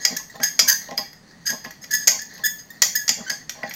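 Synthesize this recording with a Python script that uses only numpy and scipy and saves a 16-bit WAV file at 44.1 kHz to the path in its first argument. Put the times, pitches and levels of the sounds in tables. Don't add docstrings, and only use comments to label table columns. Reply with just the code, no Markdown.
import sys
import numpy as np
from scipy import signal
from scipy.fft import rfft, irfft
from scipy.io import wavfile
from scipy.ndimage import uniform_filter1d, minimum_filter1d

SR = 44100
rng = np.random.default_rng(int(sys.argv[2]) if len(sys.argv) > 2 else 0)


def master_out(mix):
    frames = np.transpose(np.atleast_2d(mix))
    ceiling = np.clip(frames, -1, 1)
    pcm = np.round(ceiling * 32767).astype(np.int16)
    wavfile.write(sys.argv[1], SR, pcm)


N = 165375

# f/Hz, spectral level/dB per Hz (relative)
HUM_SPECTRUM = [(25, -11), (48, -3.5), (90, -10), (160, 4), (235, 1), (350, -10.5), (700, -10.5),
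                (1300, -15.5), (3000, -23), (8000, -27), (15000, -46)]
HUM_DB, HUM_SIDE_DB = -51.5, -24.5

# t/s, level/dB
DRAG_PRESSURE = [(0, -46), (.4, -52), (.9, -50), (1.121, -61), (1.21, -58), (1.3, -56), (1.42, -51),
                 (1.78, -55), (2.35, -55), (2.75, -52), (3.199, -48), (3.45, -59), (3.7, -47)]
# f/Hz, spectral level/dB per Hz (relative)
DRAG_SPECTRUM = [(300, -2), (1000, -4), (1900, 14), (2700, -19), (4200, 11.5), (7000, -2), (9000, -40),
                 (15000, -12.5)]
DRAG_SWING_DB, DRAG_SWING_HZ = 4, 4.8
DRAG_BANDS_HZ = [200, 1400, 2300, 3600, 4500, 5600, 7600, 16000]
DRAG_FLICKER_DB, DRAG_FLICKER_HZ = 1, 10.8

# t/s, length/s, squeak level/dB, grit level/dB, f/Hz of the lowest
# tone, extra treble level/dB; a negative t starts at zero
SCRAPE_EVENTS = [(-.01, 0.048, -49, -35.5, 1696, -7), (0.162, 0.0093, -28, -29, 1720, 4),
                 (0.296, 0.011, -45, -61, 1910, 0), (0.35, 0.015, -43.5, -67, 1795, -1),
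                 (0.41, 0.024, -34, -36.5, 1605, -39), (0.426, 0.019, -24, -19, 1684, 2.5),
                 (0.452, 0.035, -37, -32.5, 1665, -9), (0.673, 0.018, -23, -15.5, 1610, 7),
                 (0.682, 0.015, -27, -14.5, 1575, 4), (0.708, 0.024, -29, -21.5, 1554, -2),
                 (0.744, 0.027, -52, -36, 1610, -12), (0.969, 0.02, -52, -33, 1683, 14),
                 (1.452, 0.036, -36, -25, 1646, 0.5), (1.489, 0.02, -24, -27, 1651, -5.5),
                 (1.638, 0.017, -44, -43, 1690, 3), (1.809, 0.032, -74, -43, 1723, 3),
                 (1.905, 0.021, -29, -27, 1710, 3), (1.927, 0.024, -21, -21, 1720, 2.5),
                 (1.976, 0.062, -41.5, -37, 1687, -19), (2.189, 0.0038, -33, -29.5, 1700, -28),
                 (2.213, 0.008, -33, -36, 1751, 2), (2.435, 0.018, -19.5, -35, 1732, -2),
                 (2.451, 0.015, -17.5, -22, 1735, 4), (2.331, 0.021, -57.5, -45.5, 1680, 7),
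                 (2.579, 0.026, -67, -41, 1653, -4), (2.701, 0.0073, -36.5, -51, 1818, 4.5),
                 (2.95, 0.013, -21, -19.5, 1723, 7), (2.991, 0.034, -37, -43.5, 1697, -11),
                 (3.262, 0.026, -33.5, -47, 1543, -29), (3.294, 0.007, -24, -21.5, 1651, -4),
                 (3.31, 0.032, -36, -38.5, 1636, -15), (3.673, 0.0016, -35.5, -57, 1720, -12),
                 (3.69, 0.0078, -37, -42.5, 1720, 5), (3.74, .02, -39, -46, 1720, 17)]
# level/dB against the lowest tone, before judder
OVERTONE_LEVELS = [-13, -6.5, -2.5, -13, -24.5, -13.5, -1, -5.5]
# f/Hz at the rest pitch, width/Hz of one pass, level/dB per Hz of width
RUB_RESONANCES = [(1450, 50, -29), (1720, 140, 3), (1907, 43, 5.5), (3260, 380, -14), (4470, 2200, -13),
                  (4985, 356, 4), (5920, 1020, -6.5), (6374, 296, 7.5), (6570, 62, 6), (7300, 800, -33),
                  (9730, 740, -17), (12550, 210, -2.5), (14000, 930, -12), (16300, 406, -6.5)]
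SCRAPE_ATTACK_S, SCRAPE_RELEASE_S, GRAINS_PER_S = 0.0039, 0.0077, 3500
PITCH_WOBBLE, WOBBLE_HZ, JUDDER_DB = 0.0094, 245, 2.5
OVERTONE_TUNE = 0.98
PING_FOLLOWS = 0.54
SWELL_SHARE = 0.4
GRIT_REST_HZ, GRIT_FOLLOWS = 1667.5, 0.58

# t/s, level/dB, extra bass/dB, extra ting/dB, extra clank/dB, extra treble/dB
CLINK_EVENTS = [(0.0501, -11, 2.5, 7.5, 8.5, -4.5), (.168, -17.5, -8, -11, 0.5, -4.5),
                (.401, -38, 14.5, -6, 0, -6), (.432, -18, 2.5, 1, -14, 4),
                (0.5911, -5.5, 0.5, 0.5, 2, -4.5), (.596, -8, -6.5, 9, 1, -7.5), (.697, -14, -4.5, 3, 9, 6),
                (.909, -33.5, 7.5, -6, -2, -9), (0.977, -21.5, 6, 16.5, -12, 2.5),
                (1.13, -48, 12, 10, 4, 9), (1.467, -26.5, 0.5, 16, -4, 2), (1.502, -27, 2, 10, 2, 5),
                (1.647, -38, 18, 10, -2, -5), (1.707, -36.5, 8, -12, 5, 3), (1.84, -31, 3.5, 0, -5, -6),
                (1.912, -27, -14, 8, -2, -1), (2.072, -13.5, -1, 12, 15, -9),
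                (2.076, -2.5, -3, -2, 7.5, -3), (2.116, -21, -5, 3, 7, -10), (2.378, -42, 7, 1, 4, 4),
                (2.8189, -2.5, -4.5, -1.5, 6, -1.5), (2.8232, -10.5, 1, -5, -9, -2),
                (3.079, -14.5, -3, 4.5, -1, -12), (3.0912, -9, -1, 0.5, 8.5, -5),
                (3.3, -22.5, 6.5, 13.5, -14, -1), (3.494, -18, -2.5, -10, -2.5, -6.5),
                (3.631, -41, 27.5, 11, -17, -4), (3.709, -30, 10, -2, -19, -7),
                (3.737, -29.5, 2.5, 0, -2, 4.5)]
# f/Hz, level/dB (relative), t60/s
RING_MODES = [(1938, -12, 0.072), (2227, -16.5, 0.023), (3310, -10, 0.023), (4890, -16, 0.02),
              (4985, -9, 0.051), (5150, -2.5, 0.025), (5480, -10, 0.022), (5710, 0, 0.027),
              (6380, -6, 0.024), (6580, -9, 0.013), (6810, -7.5, 0.016), (9530, -11.5, 0.014),
              (12014, -1.5, 0.015), (13900, -18, 0.015), (15300, -15, 0.014)]
# f/Hz, spectral level/dB per Hz (relative)
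CRACK_SPECTRUM = [(40, -60), (150, -42.5), (550, -10.5), (1100, -14.5), (2100, -1), (2800, -9.5),
                  (3300, -6.5), (3750, -12), (4650, 0.5), (5600, -1), (7000, -2.5), (8400, -21),
                  (11000, -39), (12100, -0.5), (12900, -8.5), (15500, -14)]
CRACK_DB, CRACK_T60_S, RING_DB, MODE_SPREAD_DB, CLINK_ATTACK_S = 0.5, 0.036, -3.5, 1, 0.0015
TING_HZ, TING_WIDTH, CLANK_HZ, CLANK_WIDTH = 4873, 0.082, 6720, 0.098
CHATTER_PER_S, CHATTER_DECAY_S, CHATTER_DB = 580, 0.008, -11.5

# f/Hz, width/Hz, level/dB
BOWL_RESONANCES = [(1056, 12, -0.5), (1460, 4, -9), (1760, 5.9, -6), (1916, 45, -1), (4960, 42, -5),
                   (5970, 22, -2), (6470, 11, -19.5), (6470, 18, 8)]

# t/s, length/s, level/dB, extra low plop/dB, extra wet smack/dB
SQUELCH_EVENTS = [(0.056, 0.052, -44.5, -19, 0), (0.095, 0.041, -37, 12, -6), (0.162, 0.052, -49.5, 0, 24),
                  (0.336, 0.031, -42.5, -10, -1), (0.393, 0.012, -31.5, 6, -12),
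                  (0.432, 0.039, -49.5, 13, 12), (0.614, 0.054, -40, 11, 12), (0.675, 0.047, -40.5, -1, 24),
                  (0.88, 0.016, -36.5, -4, 1), (0.907, 0.025, -34, 0, -2), (0.974, 0.042, -35.5, 2, 4),
                  (1.494, 0.024, -39.5, 13, 1), (1.52, 0.021, -34.5, 5, 2), (1.636, 0.035, -39.5, 9, 9),
                  (1.921, 0.035, -50, 12, 11), (2.081, 0.01, -39, -1, -18), (2.108, 0.068, -43, -4, 7.5),
                  (2.379, 0.023, -46, -9, 9), (2.82, 0.063, -46.5, -12, -3), (3.091, 0.02, -38, 14, -11),
                  (3.167, 0.038, -42, 3, -13), (3.2, 0.02, -35.5, 17, -8), (3.301, 0.022, -42, 5, 1),
                  (3.547, 0.11, -49, -4, 0), (3.625, 0.013, -29.5, -1, -6), (3.655, 0.036, -44, 23, -3)]
# f/Hz, width/Hz, level/dB per Hz of width (relative)
HOLLOW_RESONANCES = [(100.5, 86, -13.5), (158.3, 41, -2.5), (232.7, 19.7, 5), (500, 45, -1),
                     (635.3, 26.6, 6), (803.7, 14.6, 6), (895, 71, -6.5), (1061.4, 20, 4), (1390, 210, -31),
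                     (3020, 1490, -18)]
PLOP_BELOW_HZ, SMACK_ABOVE_HZ, SAUCE_DULL_HZ = 320, 860, 3800
POPS_PER_S, POPS_FADE = 420, 1.8
HOLLOW_DB, BUBBLE_DB = 3, -7
BUBBLE_LOW_HZ, BUBBLE_HIGH_HZ, BUBBLES_PER_S = 453.4, 1570, 220
BUBBLE_CYCLES, BUBBLE_RISE = 3.8, .05

# f/Hz, t60/s
ROOM_DECAY = [(150, 0.064), (700, 0.22), (1800, 0.33), (5500, 0.33), (13000, 0.34)]
# f/Hz, level/dB against the direct sound
ROOM_LEVEL = [(150, -9), (700, -5.5), (1800, -6.5), (5500, -5.5), (13000, -5)]
ROOM_DELAY_S = 0.0056

WIDE_ABOVE_HZ, LEFT_TREBLE_DB, RIGHT_TREBLE_DB, LEFT_LAG_S = 11240, 1, 3.5, .00002
LIMIT_DB, LIMITER_S, CEILING = 1.5, 0.00064, 0.83
STOPBAND_HZ = 16400


def from_db(db):
    return 10 ** (np.asarray(db) / 20)


def rms_one(x):
    return x / np.sqrt(np.mean(x ** 2) + 1e-20)


def at_hz(points, hz):
    f, v = np.transpose(points)
    return np.interp(np.log(np.maximum(hz, 1)), np.log(f), v)


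def butter(x, hz, kind, order=2):
    sos = signal.butter(order, hz, kind, fs=SR, output="sos")
    return signal.sosfilt(sos, x + 1e-18)


def colour(x, spectrum):
    hz = np.arange(len(x) // 2 + 1) * SR / len(x)
    return rms_one(irfft(rfft(x) * from_db(at_hz(spectrum, hz)), len(x)))


def drift(bandwidth_hz, size):
    noise = rng.standard_normal(size + SR // 2)
    return rms_one(butter(noise, bandwidth_hz, "low")[-size:])


def grains(per_s, size):
    return (rng.random(size) < per_s / SR) * rng.standard_normal(size)


def resonate(x, hz, width):
    r = np.exp(-np.pi * width / SR)
    zeros = np.array([1, 0, -1]) * (1 - r * r) / 2
    poles = [1, -2 * r * np.cos(2 * np.pi * hz / SR), r * r]
    return signal.lfilter(zeros, poles, x + 1e-18)


def stroke(t, length):
    attack = np.minimum(t / SCRAPE_ATTACK_S, 1) ** 2
    return attack * np.exp(-np.maximum(t - length, 0) / SCRAPE_RELEASE_S)


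def as_strong_as(x, envelope):
    return rms_one(x) * np.sqrt(np.mean(envelope ** 2))


def tilt(hz, bass_db, treble_db):
    return at_hz([(2000, bass_db), (4500, 0), (7500, 0), (11500, treble_db)], hz)


def add(track, s, sound):
    i = int(max(s, 0) * SR)
    track[i:i + len(sound)] += sound[:len(track) - i]


def hum():
    mid = colour(rng.standard_normal(N), HUM_SPECTRUM)
    side = colour(rng.standard_normal(N), HUM_SPECTRUM)
    return from_db(HUM_DB) * (mid + from_db(HUM_SIDE_DB) * side * np.array([[1], [-1]]))


def drag():
    rub = colour(grains(GRAINS_PER_S, N), DRAG_SPECTRUM)
    shifting = np.zeros(N)
    for low, high in zip(DRAG_BANDS_HZ, DRAG_BANDS_HZ[1:]):
        flicker = from_db(DRAG_FLICKER_DB * drift(DRAG_FLICKER_HZ, N))
        shifting += butter(rub, [low, high], "band") * flicker
    level_db = np.interp(np.arange(N) / SR, *np.transpose(DRAG_PRESSURE))
    return rms_one(shifting) * from_db(level_db + DRAG_SWING_DB * drift(DRAG_SWING_HZ, N))


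def scrapes():
    out, t = np.zeros(N), np.arange(SR // 8) / SR
    for s, length, squeak_db, grit_db, hz, treble_db in SCRAPE_EVENTS:
        push = stroke(t, length)
        bite = push * np.minimum(t / (SWELL_SHARE * length), 1)
        judder = from_db(JUDDER_DB * (drift(WOBBLE_HZ, len(t)) - 2.0))
        pitch = hz * (1 + PITCH_WOBBLE * drift(WOBBLE_HZ, len(t)))
        phase = 2 * np.pi * np.cumsum(pitch) / SR
        flat_phase = phase + 2 * np.pi * hz * t * (OVERTONE_TUNE - 1)

        overtones = 0
        for k, db in enumerate(OVERTONE_LEVELS, 2):
            octave_db = PING_FOLLOWS * (squeak_db - grit_db) if k == 2 else 0
            gain = from_db(db + tilt(k * hz, 0, treble_db) + octave_db)
            base = flat_phase if k > 2 else phase
            overtones = overtones + gain * np.sin(k * base + 2 * np.pi * rng.random())
        squeak = push * (np.sin(phase) + overtones * judder * bite)

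        slips = grains(GRAINS_PER_S, len(t)) * bite * judder
        rise = (hz / GRIT_REST_HZ) ** GRIT_FOLLOWS
        grit = 0
        for f, width, db in RUB_RESONANCES:
            rattle = resonate(resonate(slips, f * rise, width), f * rise, width)
            grit = grit + from_db(db + tilt(f, 0, treble_db)) * np.sqrt(width) * rms_one(rattle)

        add(out, s, from_db(squeak_db) * as_strong_as(squeak, push)
            + from_db(grit_db) * as_strong_as(grit, push))
    return out


def clinks():
    out, t = np.zeros(N), np.arange(SR // 5) / SR
    hz, mode_db, t60 = np.transpose(RING_MODES)
    modes = np.sin(2 * np.pi * np.outer(hz, t)) * from_db(-60 * t / t60[:, None])
    grid = np.geomspace(40, 16000, 300)
    ting = np.exp(-(np.log(grid / TING_HZ) / TING_WIDTH) ** 2)
    clank = np.exp(-(np.log(grid / CLANK_HZ) / CLANK_WIDTH) ** 2)
    for s, db, bass_db, ting_db, clank_db, treble_db in CLINK_EVENTS:
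        tone = tilt(grid, bass_db, treble_db) + ting_db * ting + clank_db * clank

        spread_db = MODE_SPREAD_DB * rng.standard_normal(len(hz))
        gains = from_db(RING_DB + mode_db + np.interp(hz, grid, tone) + spread_db)
        ring = (gains * rng.choice([-1, 1], len(hz))) @ modes
        rebounds = grains(CHATTER_PER_S, len(t)) * from_db(CHATTER_DB) * np.exp(-t / CHATTER_DECAY_S)
        ring = ring + signal.fftconvolve(ring, rebounds)[:len(t)]

        noise = rfft(colour(rng.standard_normal(len(t)), CRACK_SPECTRUM))
        noise_hz = np.arange(len(noise)) * SR / len(t)
        crack = irfft(noise * from_db(np.interp(noise_hz, grid, tone)), len(t))
        crack = crack * from_db(CRACK_DB - 60 * t / CRACK_T60_S)

        attack = np.minimum(t / CLINK_ATTACK_S, 1)
        add(out, s, from_db(db) * attack * (ring + crack))
    return out


def singing(x):
    return x + sum(from_db(db) * resonate(x, hz, width) for hz, width, db in BOWL_RESONANCES)


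def gurgle(t, length, count=30):
    wait, size, strength = rng.random((3, count))
    starts = np.cumsum(2 * wait) / BUBBLES_PER_S
    hz = BUBBLE_LOW_HZ * (BUBBLE_HIGH_HZ / BUBBLE_LOW_HZ) ** size
    age = np.maximum(t - starts[:, None], 0) * hz[:, None] / BUBBLE_CYCLES
    cycles = BUBBLE_CYCLES * age * (1 + BUBBLE_RISE * age / 2)
    blips = np.sin(2 * np.pi * cycles) * np.exp(-age)
    return (strength * stroke(starts, length)) @ blips


def sauce():
    out, t = np.zeros(N), np.arange(SR // 6) / SR
    for s, length, db, plop_db, smack_db in SQUELCH_EVENTS:
        push = stroke(t, length)
        pops = grains(POPS_PER_S, len(t)) * push * np.exp(-t / (length * POPS_FADE))
        wet = 0
        for k, (f, width, hollow_db) in enumerate(HOLLOW_RESONANCES):
            extra_db = plop_db * (f < PLOP_BELOW_HZ) + smack_db * (f > SMACK_ABOVE_HZ)
            gain = (-1) ** k * from_db(hollow_db + extra_db) * np.sqrt(width)
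            wet = wet + gain * rms_one(resonate(pops, f, width))
        hollows = from_db(HOLLOW_DB) * rms_one(butter(wet, SAUCE_DULL_HZ, "low"))
        slosh = hollows + from_db(BUBBLE_DB) * rms_one(gurgle(t, length))
        add(out, s, from_db(db) * as_strong_as(slosh, push))
    return out


def kitchen(x):
    t = np.arange(SR // 2) / SR
    edges = np.geomspace(80, 19000, 10)
    echo = 0
    for low, high in zip(edges, edges[1:]):
        hz = np.sqrt(low * high)
        fade = from_db(-60 * t / at_hz(ROOM_DECAY, hz))
        tail = rng.standard_normal(len(t)) * fade
        for _ in range(4):
            tail = irfft(np.exp(1j * np.angle(rfft(tail))), len(t))
            tail = tail * fade / np.sqrt(uniform_filter1d(tail ** 2, size=400) + 1e-18)
        band = butter(tail * (t > ROOM_DELAY_S), [low, high], "band")
        share = np.sqrt(2 * (high - low) / SR / len(t))
        echo = echo + from_db(at_hz(ROOM_LEVEL, hz)) * rms_one(band) * share
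    return signal.fftconvolve(x, echo)[:N]


def scene():
    bowl = singing(clinks() + scrapes() + drag()) + sauce()
    centre = butter(bowl + kitchen(bowl), WIDE_ABOVE_HZ, "low", order=8)
    top = butter(bowl, WIDE_ABOVE_HZ, "high", order=8)
    t = np.arange(N) / SR
    late_top = np.interp(t - LEFT_LAG_S, t, top)
    left = from_db(LEFT_TREBLE_DB) * late_top + kitchen(top)
    right = from_db(RIGHT_TREBLE_DB) * top + kitchen(top)
    return centre + np.array([left, right]) + hum()


def record(dry):
    size = max(int(LIMITER_S * SR), 2)
    gain = np.minimum(1, from_db(LIMIT_DB) / (np.abs(dry).max(axis=0) + 1e-9))
    held = dry * uniform_filter1d(minimum_filter1d(gain, size), size)
    rounded = held / (1 + (held / CEILING) ** 8) ** (1 / 8)
    low_pass = signal.cheby2(16, 60, STOPBAND_HZ, fs=SR, output="sos")
    return signal.sosfilt(low_pass, rounded)


dry = scene()
out = record(dry)
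master_out(out)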